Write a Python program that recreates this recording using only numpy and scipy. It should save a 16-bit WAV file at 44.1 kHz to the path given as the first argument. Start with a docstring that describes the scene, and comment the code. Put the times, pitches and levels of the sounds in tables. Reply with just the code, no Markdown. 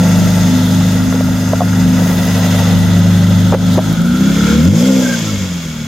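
"""First a fast, droning idle: a straight-six sports car with an open exhaust backs down a driveway.
It is then revved up and drops back: crank orders sweep through the standing waves of the pipe over a rush of gas.
The engine bay whirrs and hisses from pulsed noise. Dull ringing knocks, light ticks, a thin hiss, a wiper swish
and a stuttering belt squeal sound on top; a limiter holds the peaks down."""
import sys
import numpy as np
from scipy import signal
from scipy.fft import rfft, irfft, next_fast_len
from scipy.io import wavfile
from scipy.ndimage import uniform_filter1d, minimum_filter1d

SR = 44100
rng = np.random.default_rng(int(sys.argv[2]) if len(sys.argv) > 2 else 0)


def store_wav(level_fs):
    """Save 16-bit WAV to argv[1]."""
    pcm = np.round(np.clip(np.atleast_2d(level_fs), -1, 1) * 32767)
    wavfile.write(sys.argv[1], SR, pcm.T.astype(np.int16))


N = 258862
TIME = np.arange(N) / SR
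FFT_SIZE = next_fast_len(N, True)
BINS = np.maximum(np.fft.rfftfreq(FFT_SIZE, 1 / SR), 1)  # Hz

# The driver pulls away, takes the clutch out so that the revs flare, then lifts off
PULL_AT_S, OPEN_S = 3.834, 0.2
CLUTCH_OUT_AT_S, CLUTCH_S = 4.5, 0.13
LIFT_AT_S, SHUT_S = 4.97, 0.22
# The engine comes free of the load; the car turns its flank towards the microphone
FREE_AT_S, FREE_S = 4.54, 0.12
TURN_AT_S, TURN_S = 3.2, 1.25
# Crank speed over time: time_s, turns_per_s
CRANK_SPEED = [(0.0, 25.2), (1.13, 25.7), (1.52, 25.7), (2.79, 24.94), (3.78, 25.4), (4.0, 28),
               (4.23, 32.7), (4.56, 37.1), (4.63, 40.7), (4.74, 52.8), (4.79, 58), (4.86, 65.6),
               (4.94, 65.6), (5.03, 63.8), (5.41, 47.1), (5.68, 40), (5.87, 37.3)]

# How each layer follows the engine: idle_db, per_speed_doubling_db, load_db, full_strain_db, shut_throttle_db
EXHAUST_LAW = (0.85, 9.5, -2.5, -4.5, -17.5)  # on top of EXHAUST_IDLE
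HISS_LAW = (3.5, 11.5, -6, 4, -6.5)  # on top of AIR_IDLE and the flank levels
SPRAY_LAW = (-2.5, 12.5, -5, 1, -9)  # on top of the high band of AIR_IDLE
RASP_LAW = (8.5, 10, -7.5, 1, -11)  # on top of the low band of AIR_IDLE
WHIRR_LAW = (-32, -1.5, 3, 5.5, -11)
RUMBLE_LAW = (-31.5, 1, -1, -8, -7)
GAS_LAW = (-20.5, -2, 5.5, 3, 4)  # relative to the exhaust note
LOPE_LAW = (0.35, -0.13, 0.8, 0.13, 0.2)  # depth of the uneven firing

# Low rumble spectrum: pitch_hz, level_db
RUMBLE_COLOUR = [(15, -11), (50, 3), (75, 3.5), (200, -43)]
# Stereo width: pitch_hz, side_minus_mid_db
STEREO_WIDTH = [(25, -13), (90, -27), (500, -13.5), (1000, -10), (4000, -5.5)]
# Lean to one side or the other: pitch_hz, left_minus_right_db
STEREO_LEAN = [(1400, 0), (3400, -2.5), (4300, 2), (6000, 1), (6600, 6.5), (7600, 0.7)]
# Reflections off concrete and body panels: first_delay_ms, last_delay_ms, gain relative to the direct sound
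REFLECTIONS = [(4.4, 3.6, 0.15), (8.2, 9.3, 0.22)]

# Thin high hiss, one event: start_s, fade_start_s, level_db
WASHER_HISS = (1.92, 2.15, -33.5)
# Its broad resonance: pitch_hz, width_hz, level_db
WASHER_COLOUR = [(13100, 7900, 0)]
# Wiper swish envelope: time_s, level_db
WIPER_SWELL = [(3.6, -64), (3.68, -41), (3.74, -29), (3.8, -60)]
# Wiper swish spectrum: pitch_hz, level_db
WIPER_COLOUR = [(2000, -45), (3700, -1), (4500, -3), (6000, -10), (14000, -21)]
# Light ticks: start_s, level_db (before the common gain of the ticks)
TICKS = [(.305, -9), (3.928, -12), (4.018, -15)]
# Dull knocks: start_s, level_db, pitch as a share of the usual, crack_db relative to the knock
KNOCKS = [(0.806, -19, 1.45, 0.5), (1.124, -12, 1.17, -10.5), (1.142, -13, 0.91, -12),
          (1.207, -12.5, 1.1, -15), (1.533, -2.5, 1.18, -21), (1.606, -5.5, 1.3, -26),
          (1.617, -5.5, 1.26, -30), (3.524, -5, 1.08, -11), (3.53, -7.5, 1.42, -8), (3.537, -1, 0.79, -8),
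          (3.546, 1, 0.99, -15), (3.774, -6, 0.69, -14), (3.781, -2, 1.06, -19), (3.789, -1.5, 1.14, -16)]
# Modes of the knocked body: pitch_hz, usual_level_db, t60_s
KNOCK_MODES = [(393, -5, 0.027), (549, 1, 0.042), (681, -6.5, 0.024), (862, -7.5, 0.022),
               (1125, -24, 0.036)]
# Belt slips: start_s, length_s, middle_pitch_hz, level_db
SQUEALS = [(4.845, .022, 1410, -17), (4.885, 0.054, 1420, -23), (4.935, 0.1, 1410, -26),
           (5.02, 0.04, 1624, -21), (5.05, .027, 1570, -13.5), (5.085, 0.036, 1600, -17),
           (5.122, 0.036, 1570, -17), (5.27, 0.038, 1325, -27)]
SQUEAL_SAG = 0.039  # share of its pitch that a squeal loses

# Engine hiss while rolling at idle: time_s, low_band_db, middle_band_db, high_band_db
AIR_IDLE = [(0.0, -32.5, -36, -31.5), (0.7, -34.5, -33.5, -32.5), (1.2, -36.5, -39.5, -35.5),
            (1.6, -36.5, -39.5, -35), (2.0, -34, -37, -34.5), (2.62, -30.5, -31.5, -31),
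            (2.85, -34, -34.5, -34.5), (3.48, -35.5, -35.5, -35.5)]
# Splits between the hiss bands: low_to_middle_hz, middle_to_high_hz
BAND_EDGES_HZ = (3000, 4400)
# From the flank, the treble of the hiss grows faster with speed
FLANK_DB, FLANK_TREBLE_DB, TREBLE_DB_PER_DOUBLING = -31, -36, 4.5
# Engine bay resonances: pitch_hz, width_hz, ahead_db, flank_db
BAY_MODES = [(1957, 130, 7, -16.5), (2207, 205, -6, 3.5), (2730, 340, 0.5, -1), (3360, 285, -6.5, 5),
             (3534, 240, 2.5, -16), (5005, 167, 2, 1.5), (5380, 530, -3.5, -2.5), (6400, 330, 3, 1.5),
             (6770, 340, -3, 1), (7520, 190, -6.5, -3.5)]
# Smooth bed under those resonances: pitch_hz, level_db
BAY_BED = [(500, -43), (1000, -0.5), (1800, -0.5), (2450, -7.5), (3500, -3), (7000, -6), (8500, -15),
           (11000, -44)]
# Top layer of the hiss: pitch_hz, level_db
SPRAY_COLOUR = [(6000, -16), (8300, -1), (11400, 0.5), (11950, 5), (12500, 3), (13700, -2), (15000, -3.5),
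                (15900, -7.5)]
# Belt drive resonances: pitch_hz, width_hz, idle_db, load_db
WHIRR_MODES = [(1330, 89, 0.5, -3.5), (1428, 84, -2, 4), (1600, 123, -5, -10)]
STROKE_JITTER_TURNS = .012
# Rasp resonances at idle: pitch_hz, width_hz, level_db
RASP_IDLE = [(427, 280, -2), (575, 123, 2), (638, 45, -0.5), (860, 113, -2)]
# Rasp resonances under load: pitch_hz, width_hz, level_db
RASP_LOAD = [(475, 61, 0), (550, 75, -3), (658, 63, -4.5), (860, 160, -8)]
# Blare at the top of the revs, one event: start_s, peak_s, release_s, level_db
BLARE = (4.78, 5.08, 0.06, -21.5)
# Pipe mode that blares: pitch_hz, width_hz, level_db
BLARE_MODE = [(555, 55, 0)]

# Gas rush spectrum: pitch_hz, level_db
GAS_COLOUR = [(50, -24), (90, -7), (180, 1.5), (300, -5.5), (400, -7.5), (700, -46)]
# Exhaust while rolling at idle: time_s, level_db, drone_top_share_db, drone_low_share_db
EXHAUST_IDLE = [(0.0, -9, -10, -8), (0.34, -10.5, -13.5, -4), (0.55, -11, 0, -3), (0.85, -10.5, -12, -3.5),
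                (1.07, -12.5, 0, -1.5), (1.62, -14, -7, -1), (1.88, -10, -3.5, -5.5), (2.14, -13, -8, -5.5),
                (2.6, -11, -4.5, 0.5), (3.23, -8, -13, -1), (3.61, -10.5, -8.5, -3), (3.75, -11, -8, -2)]
# Balance of crank orders 2 to 13, one row each: idle_db, load_db, free_revving_db, shut_throttle_db
ORDERS = [(14, 13, 14.5, 13.5), (-13, -4.5, 11, 8.5), (7.5, 4.5, 11.5, 12), (5.5, 1.5, 0.5, 2),
          (2.5, 7.5, 8.5, 5.5), (5.5, -13, -0.5, -6), (-0.5, 5.5, -0.5, -5.5), (-14, -4.5, -4.5, -6.5),
          (-0.5, -0.5, -5, -10), (-10, -24, -21, -7), (-5, -4, -12, -19), (-11.5, -3, -11, -19)]
# Standing waves of the exhaust pipe: pitch_hz, width_hz, level_db
PIPE_MODES = [(96.8, 14.9, -8), (170.6, 16.4, -2), (197.4, 13.8, -5.5), (235.3, 20.3, -4),
              (257.5, 16.3, -6), (320, 17.6, -10), (486, 28, -9), (540.8, 60, -4)]
# Stumbles as the engine takes up the load: middle_s, half_length_s, level_db
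STUMBLES = [(3.85, 0.034, -4.5), (3.957, 0.018, -7.5)]
# Top of the drone: its band and usual share; then the usual share of its low tone, the fourth order
DRONE_TOP_HZ, DRONE_TOP_WIDTH_HZ, DRONE_TOP_DB = 256, 39, -9
DRONE_LOW_DB = -3.5
# The pipe booms as the second order sweeps through its lowest standing wave
BOOM_HZ, BOOM_WIDTH_HZ, BOOM_DB = 94.6, 23, 4.5
# Phase jitter grows with frequency squared: under load, and for each speed doubling per second
ROUGH_RAD_PER_KHZ2, SURGE_ROUGH = 1.9, .5

LIMIT_DB, RELEASE_DB_PER_S, CUTOFF_HZ = -.5, 45.5, 15850


def from_db(db):
    """Decibels to gain."""
    return 10 ** (np.asarray(db) / 20)


def rms_one(x):
    """Scale to unit rms."""
    return x / np.sqrt(np.mean(x ** 2) + 1e-20)


def in_time(rows):
    """Each column of a curve at every sample."""
    s, *columns = np.transpose(rows)
    return [np.interp(TIME, s, c) for c in columns]


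def ramp(start_s, length_s):
    """Straight rise from 0 to 1."""
    return np.clip((TIME - start_s) / length_s, 0, 1)


def smooth_gain(points):
    """Gain at every frequency from a short spectrum."""
    hz, db = np.transpose(points)
    return from_db(np.interp(np.log(BINS), np.log(hz), db))


def resonance(hz, centre_hz, damping_hz):
    """Complex response of one damped mode, 1 at its centre."""
    return 1 / (1 + 1j * (hz ** 2 - centre_hz ** 2) / (hz * damping_hz))


def peak_gain(modes):
    """Gain of a group of steep-sided resonances, each a mode squared, summed by power."""
    power = 0
    for hz, width_hz, db in modes:
        # squaring narrows the peak; 1.63 brings its -3 dB width back to about width_hz
        peak = from_db(db) * abs(resonance(BINS, hz, 1.63 * width_hz)) ** 2
        power = power + peak ** 2
    return np.sqrt(power)


def coloured(x, gain):
    """Filter a mid and a side signal into left and right; rms 1."""
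    mid, side = rfft(x, FFT_SIZE) * gain * [np.ones_like(BINS), smooth_gain(STEREO_WIDTH)]
    lean = np.sqrt(smooth_gain(STEREO_LEAN))
    return rms_one(irfft([(mid + side) * lean, (mid - side) / lean])[:, :N])


def white():
    """Two unrelated noises."""
    return rng.standard_normal((2, N))


def drift(rate_hz):
    """Random wander with rms 1: noise smoothed twice at rate_hz, drawn at every 40th sample."""
    r = np.exp(-80 * np.pi * rate_hz / SR)
    raw = rng.standard_normal(N // 40 + 2002)
    slow = signal.lfilter([1], [1, -2 * r, r * r], raw)[2000:]  # skip the settling
    return np.interp(np.arange(N) / 40, np.arange(len(slow)), rms_one(slow))


def puffs(turns, depth_db, uneven_db):
    """Noise that swells with the crank's turning, with a random wander in level."""
    beat = sum(np.cos(2 * np.pi * k * turns) for k in (1, 2, 3))
    return white() * from_db(depth_db * beat + uneven_db * drift(36))


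def strokes(turns, spread_db, uneven_db, count=12):
    """Sharp contacts every two turns, each with its own place and strength, never quite on time; rms 1."""
    places = (np.arange(count) + rng.random(count)) / count
    sizes_db = rng.normal(0, spread_db, count)
    when = 2 * (np.arange(int(turns[-1] / 2))[:, None] + places)
    when = when + rng.normal(0, STROKE_JITTER_TURNS, when.shape)
    at = np.minimum(np.searchsorted(turns, when), N - 1)
    clicks = np.zeros((2, N))
    clicks[:, at] = from_db(sizes_db + rng.normal(0, uneven_db, (2, *when.shape)))
    return rms_one(clicks)


def driving(rev_hz):
    """Engine state: speed doublings above idle, then load, strain and shut throttle, each 0-1."""
    strain = ramp(PULL_AT_S, CLUTCH_OUT_AT_S - PULL_AT_S) ** 2 * (1 - ramp(CLUTCH_OUT_AT_S, CLUTCH_S))
    return np.array([np.log2(rev_hz / rev_hz[0]), ramp(PULL_AT_S, OPEN_S), strain, ramp(LIFT_AT_S, SHUT_S)])


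def follow(law, state):
    """A value at idle plus what speed, load, strain and the shut throttle add to it."""
    return law[0] + np.dot(law[1:], state)


def reflected(x):
    """Near surfaces comb the sound; the ridges drift as the car rolls away."""
    echoes, power = 0, 1
    for first_ms, last_ms, gain in REFLECTIONS:
        heard_at = TIME - np.linspace(first_ms, last_ms, N) / 1000
        echoes = echoes + gain * np.array([np.interp(heard_at, TIME, side) for side in x])
        power += gain ** 2
    return (x + echoes) / np.sqrt(power)


def rumble(state):
    """Low noise bed whose level follows the engine."""
    colour = smooth_gain(RUMBLE_COLOUR) / (1 + (BINS / 400) ** 2)
    return from_db(follow(RUMBLE_LAW, state)) * coloured(white(), colour)


def washer(attack_s, release_s):
    """Thin, high noise hiss, probably the washer jets ahead of the wipers."""
    start_s, fade_s, db = WASHER_HISS
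    swell = ramp(start_s, attack_s) * (1 - ramp(fade_s, release_s))
    return from_db(db) * swell * coloured(white(), peak_gain(WASHER_COLOUR))


def wiper():
    """Wiper rubber sweeps the glass: a swell of coloured noise."""
    return from_db(in_time(WIPER_SWELL)[0]) * coloured(white(), smooth_gain(WIPER_COLOUR))


def ticks(t60_s):
    """Light ticks: bright noise that starts at once and decays exponentially."""
    bursts = sum((TIME >= s) * from_db(db - 60 * abs(TIME - s) / t60_s) for s, db in TICKS)
    return 0.45 * bursts * coloured(white(), peak_gain([(7000, 9000, 0)]))


def knocks(crack_t60_s, crack_top_hz, grains_per_s):
    """Each knock is a short gritty crack over the ringing modes of one dull body, randomly balanced."""
    out, t = np.zeros(N), TIME[:SR // 8]
    muffle = signal.butter(2, [420, crack_top_hz], "band", fs=SR, output="sos")
    for start_s, db, pitch, crack_db in KNOCKS:
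        ring = 0
        for m, (hz, level_db, t60_s) in enumerate(KNOCK_MODES):
            decay = from_db(level_db + rng.normal(0, 1) - 60 * t / t60_s)
            ring = ring + (-1) ** m * decay * np.sin(2 * np.pi * hz * pitch * t)
        grains = rng.standard_normal(len(t)) * (rng.random(len(t)) < grains_per_s / SR)
        crack = rms_one(signal.sosfilt(muffle, grains)) * from_db(crack_db - 60 * t / crack_t60_s)
        out[round(start_s * SR):][:len(t)] += from_db(db) * (ring + crack)
    return out


def squeal(waver, edge_s):
    """The belt slips and grips as the revs turn over: each slip is a short, sharp-edged, sagging tone."""
    out, wobble = 0, 1 + waver * drift(64.1)
    for start_s, length_s, hz, db in SQUEALS:
        pitch_hz = hz * wobble * (1 - SQUEAL_SAG * (ramp(start_s, length_s) - .5))
        gate = ramp(start_s, edge_s) * (1 - ramp(start_s + length_s - edge_s, edge_s))
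        out = out + from_db(db) * gate * np.sin(2 * np.pi * np.cumsum(pitch_hz) / SR)
    return out


def engine_bay(turns, doublings, bands_db, hiss_db, spray_db):
    """Fan and intake air, coloured by cavities under the bonnet; the colour shifts as the car turns."""
    bed, turned = smooth_gain(BAY_BED), ramp(TURN_AT_S, TURN_S)
    airs = puffs(turns, depth_db=0.3, uneven_db=1.0), puffs(turns, depth_db=0.67, uneven_db=.5)
    ahead = np.hypot(bed, peak_gain([(hz, width, db) for hz, width, db, _ in BAY_MODES]))
    aside = np.hypot(bed, peak_gain([(hz, width, db) for hz, width, _, db in BAY_MODES]))
    band = np.digitize(BINS, BAND_EDGES_HZ)
    front = sum(from_db(db) * coloured(airs[k % 2], ahead * (band == k)) for k, db in enumerate(bands_db))
    treble_db = FLANK_TREBLE_DB + TREBLE_DB_PER_DOUBLING * doublings
    treble = from_db(treble_db) * coloured(airs[0], aside * (band == 2))
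    flank = from_db(FLANK_DB) * coloured(airs[1], aside * (band < 2)) + treble
    spray_air = puffs(turns, depth_db=0.27, uneven_db=1.03)
    spray = from_db(spray_db) * coloured(spray_air, smooth_gain(SPRAY_COLOUR))
    return from_db(hiss_db) * ((1 - turned) * front + turned * flank) + spray


def whirr(turns, load):
    """The belt drive chatters in a narrow band whose resonances change balance under load."""
    contacts = from_db(-4.5) * strokes(turns, spread_db=0.0, uneven_db=5.0)
    chatter = puffs(turns, depth_db=-1.5, uneven_db=1.0) + contacts
    idle = coloured(chatter, peak_gain([(hz, width, db) for hz, width, db, _ in WHIRR_MODES]))
    loaded = coloured(chatter, peak_gain([(hz, width, db) for hz, width, _, db in WHIRR_MODES]))
    return (1 - load) * idle + load * loaded


def rasp(turns, load):
    """Cracks and puffs of gas ring the upper pipe modes, which darken and throb under load."""
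    cracks = from_db(-2.5) * strokes(turns, spread_db=1.0, uneven_db=1.5)
    idle = coloured(cracks + puffs(turns, depth_db=0.0, uneven_db=2.0), peak_gain(RASP_IDLE))
    loaded = coloured(cracks + puffs(turns, depth_db=1.5, uneven_db=-1.0), peak_gain(RASP_LOAD))
    return np.sqrt(1 - load) * idle + np.sqrt(load) * loaded


def blare(turns):
    """One pipe mode blares once in two turns; it builds up, then stops as the throttle closes."""
    start_s, peak_s, release_s, db = BLARE
    swell = ramp(start_s, peak_s - start_s) * (1 - ramp(peak_s, release_s))
    pulsed = white() * (1 + np.cos(np.pi * turns))
    return from_db(db) * swell * coloured(pulsed, peak_gain(BLARE_MODE))


def gas_rush(turns):
    """Turbulent gas: low noise that pulses with the crank."""
    colour = smooth_gain(GAS_COLOUR) / (1 + (BINS / 700) ** 4)
    return coloured(puffs(turns, depth_db=0.5, uneven_db=1.5), colour)


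def crank_orders(turns, rev_hz, state, surge, top_db, low_db, waver_db, spread):
    """Sines at multiples of the crank rate, each swelling as it crosses a standing wave of the pipe."""
    load, free, shut = state[1], ramp(FREE_AT_S, FREE_S), state[3]
    rough = ROUGH_RAD_PER_KHZ2 * load + SURGE_ROUGH * surge
    pipe, note, power = peak_gain(PIPE_MODES), 0, 0
    for k, (idle_db, load_db, free_db, shut_db) in enumerate(ORDERS, 2):
        hz = k * rev_hz
        in_drone_top = 1 / (1 + ((hz - DRONE_TOP_HZ) / DRONE_TOP_WIDTH_HZ) ** 4)
        db = idle_db + (top_db - DRONE_TOP_DB) * in_drone_top
        if k == 4:
            db = db + low_db - DRONE_LOW_DB
        for share, next_db in ((load, load_db), (free, free_db), (shut, shut_db)):
            db = db + share * (next_db - db)
        line = np.interp(hz, BINS, pipe) * from_db(db)
        power = power + line ** 2 / 2
        # staggered orders give an even hum at idle; under load they close up into one hard beat a turn
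        phase = 2 * np.pi * k * turns + 1.85 * k ** 2 - load * np.angle(np.exp(1.5j * k ** 2))
        phase = phase + rough * (hz / 1000) ** 2 * drift(45)
        # echoes from the houses shift each order a little between the two ears
        ears = spread * np.maximum(hz / PIPE_MODES[1][0], 1) * drift(3.1) * np.array([[1], [-1]])
        note = note + line * (np.cos(phase) - ears * np.sin(phase)) * from_db(waver_db * drift(11))
    return note / np.sqrt(power)


def exhaust(turns, rev_hz, state, waver_db, spread):
    """Crank orders over rushing gas; the shared level booms, lopes and stumbles with the engine."""
    level_db, top_db, low_db = in_time(EXHAUST_IDLE)
    # speed doublings per second while the revs rise, averaged over 50 ms
    surge = uniform_filter1d(np.maximum(np.gradient(state[0]) * SR, 0), size=2205)
    note = crank_orders(turns, rev_hz, state, surge, top_db, low_db, waver_db, spread)
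    boom_db = BOOM_DB * abs(resonance(2 * rev_hz, BOOM_HZ, BOOM_WIDTH_HZ)) ** 2
    # the cylinders differ, so the level lopes once in two turns
    lope_db = follow(LOPE_LAW, state) * (np.cos(np.pi * turns) + drift(21.0))
    stumble_db = sum(db * np.exp(-((TIME - s) / half_s) ** 2) for s, half_s, db in STUMBLES)
    level_db = level_db + follow(EXHAUST_LAW, state) + boom_db + lope_db + stumble_db
    gas = from_db(follow(GAS_LAW, state)) * gas_rush(turns)
    return from_db(level_db) * (note * from_db([[.3], [-.3]]) + gas)  # the note sits slightly left


def scene():
    """The crank and the driver's pedals drive every engine layer."""
    rev_hz, = in_time(CRANK_SPEED)
    turns = np.cumsum(rev_hz * (1 + .003 * drift(16.3))) / SR
    state = driving(rev_hz)
    load, air_db = state[1], in_time(AIR_IDLE)
    extras = washer(attack_s=0.13, release_s=0.57) + wiper() + ticks(t60_s=0.0082)
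    extras = extras + knocks(crack_t60_s=0.04, crack_top_hz=1520, grains_per_s=1500)
    spray_db = air_db[2] + follow(SPRAY_LAW, state)
    bay = engine_bay(turns, state[0], air_db, follow(HISS_LAW, state), spray_db)
    belt = from_db(follow(WHIRR_LAW, state)) * whirr(turns, load)
    cracks = from_db(air_db[0] + follow(RASP_LAW, state)) * rasp(turns, load)
    upper = reflected(bay + belt + cracks) + squeal(waver=0.0079, edge_s=0.0069)
    pipe = exhaust(turns, rev_hz, state, waver_db=1.0, spread=0.1)
    return rumble(state) + extras + upper + blare(turns) + pipe


def record(dry):
    """A limiter ducks everything under the peaks and recovers steadily; the extreme top is cut."""
    over_db = np.maximum(20 * np.log10(abs(dry).max(axis=0) + 1e-9) - LIMIT_DB, 0)
    recovery_db = RELEASE_DB_PER_S * TIME
    cut_db = np.maximum.accumulate(over_db + recovery_db) - recovery_db
    # 2 ms windows let the gain dip smoothly, ahead of each peak
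    gain = uniform_filter1d(minimum_filter1d(from_db(-cut_db), size=89), size=89)
    low_pass = signal.ellip(10, .1, 80, CUTOFF_HZ, fs=SR, output="sos")
    return signal.sosfilt(low_pass, dry * gain)


dry = scene()
out = record(dry)
store_wav(out)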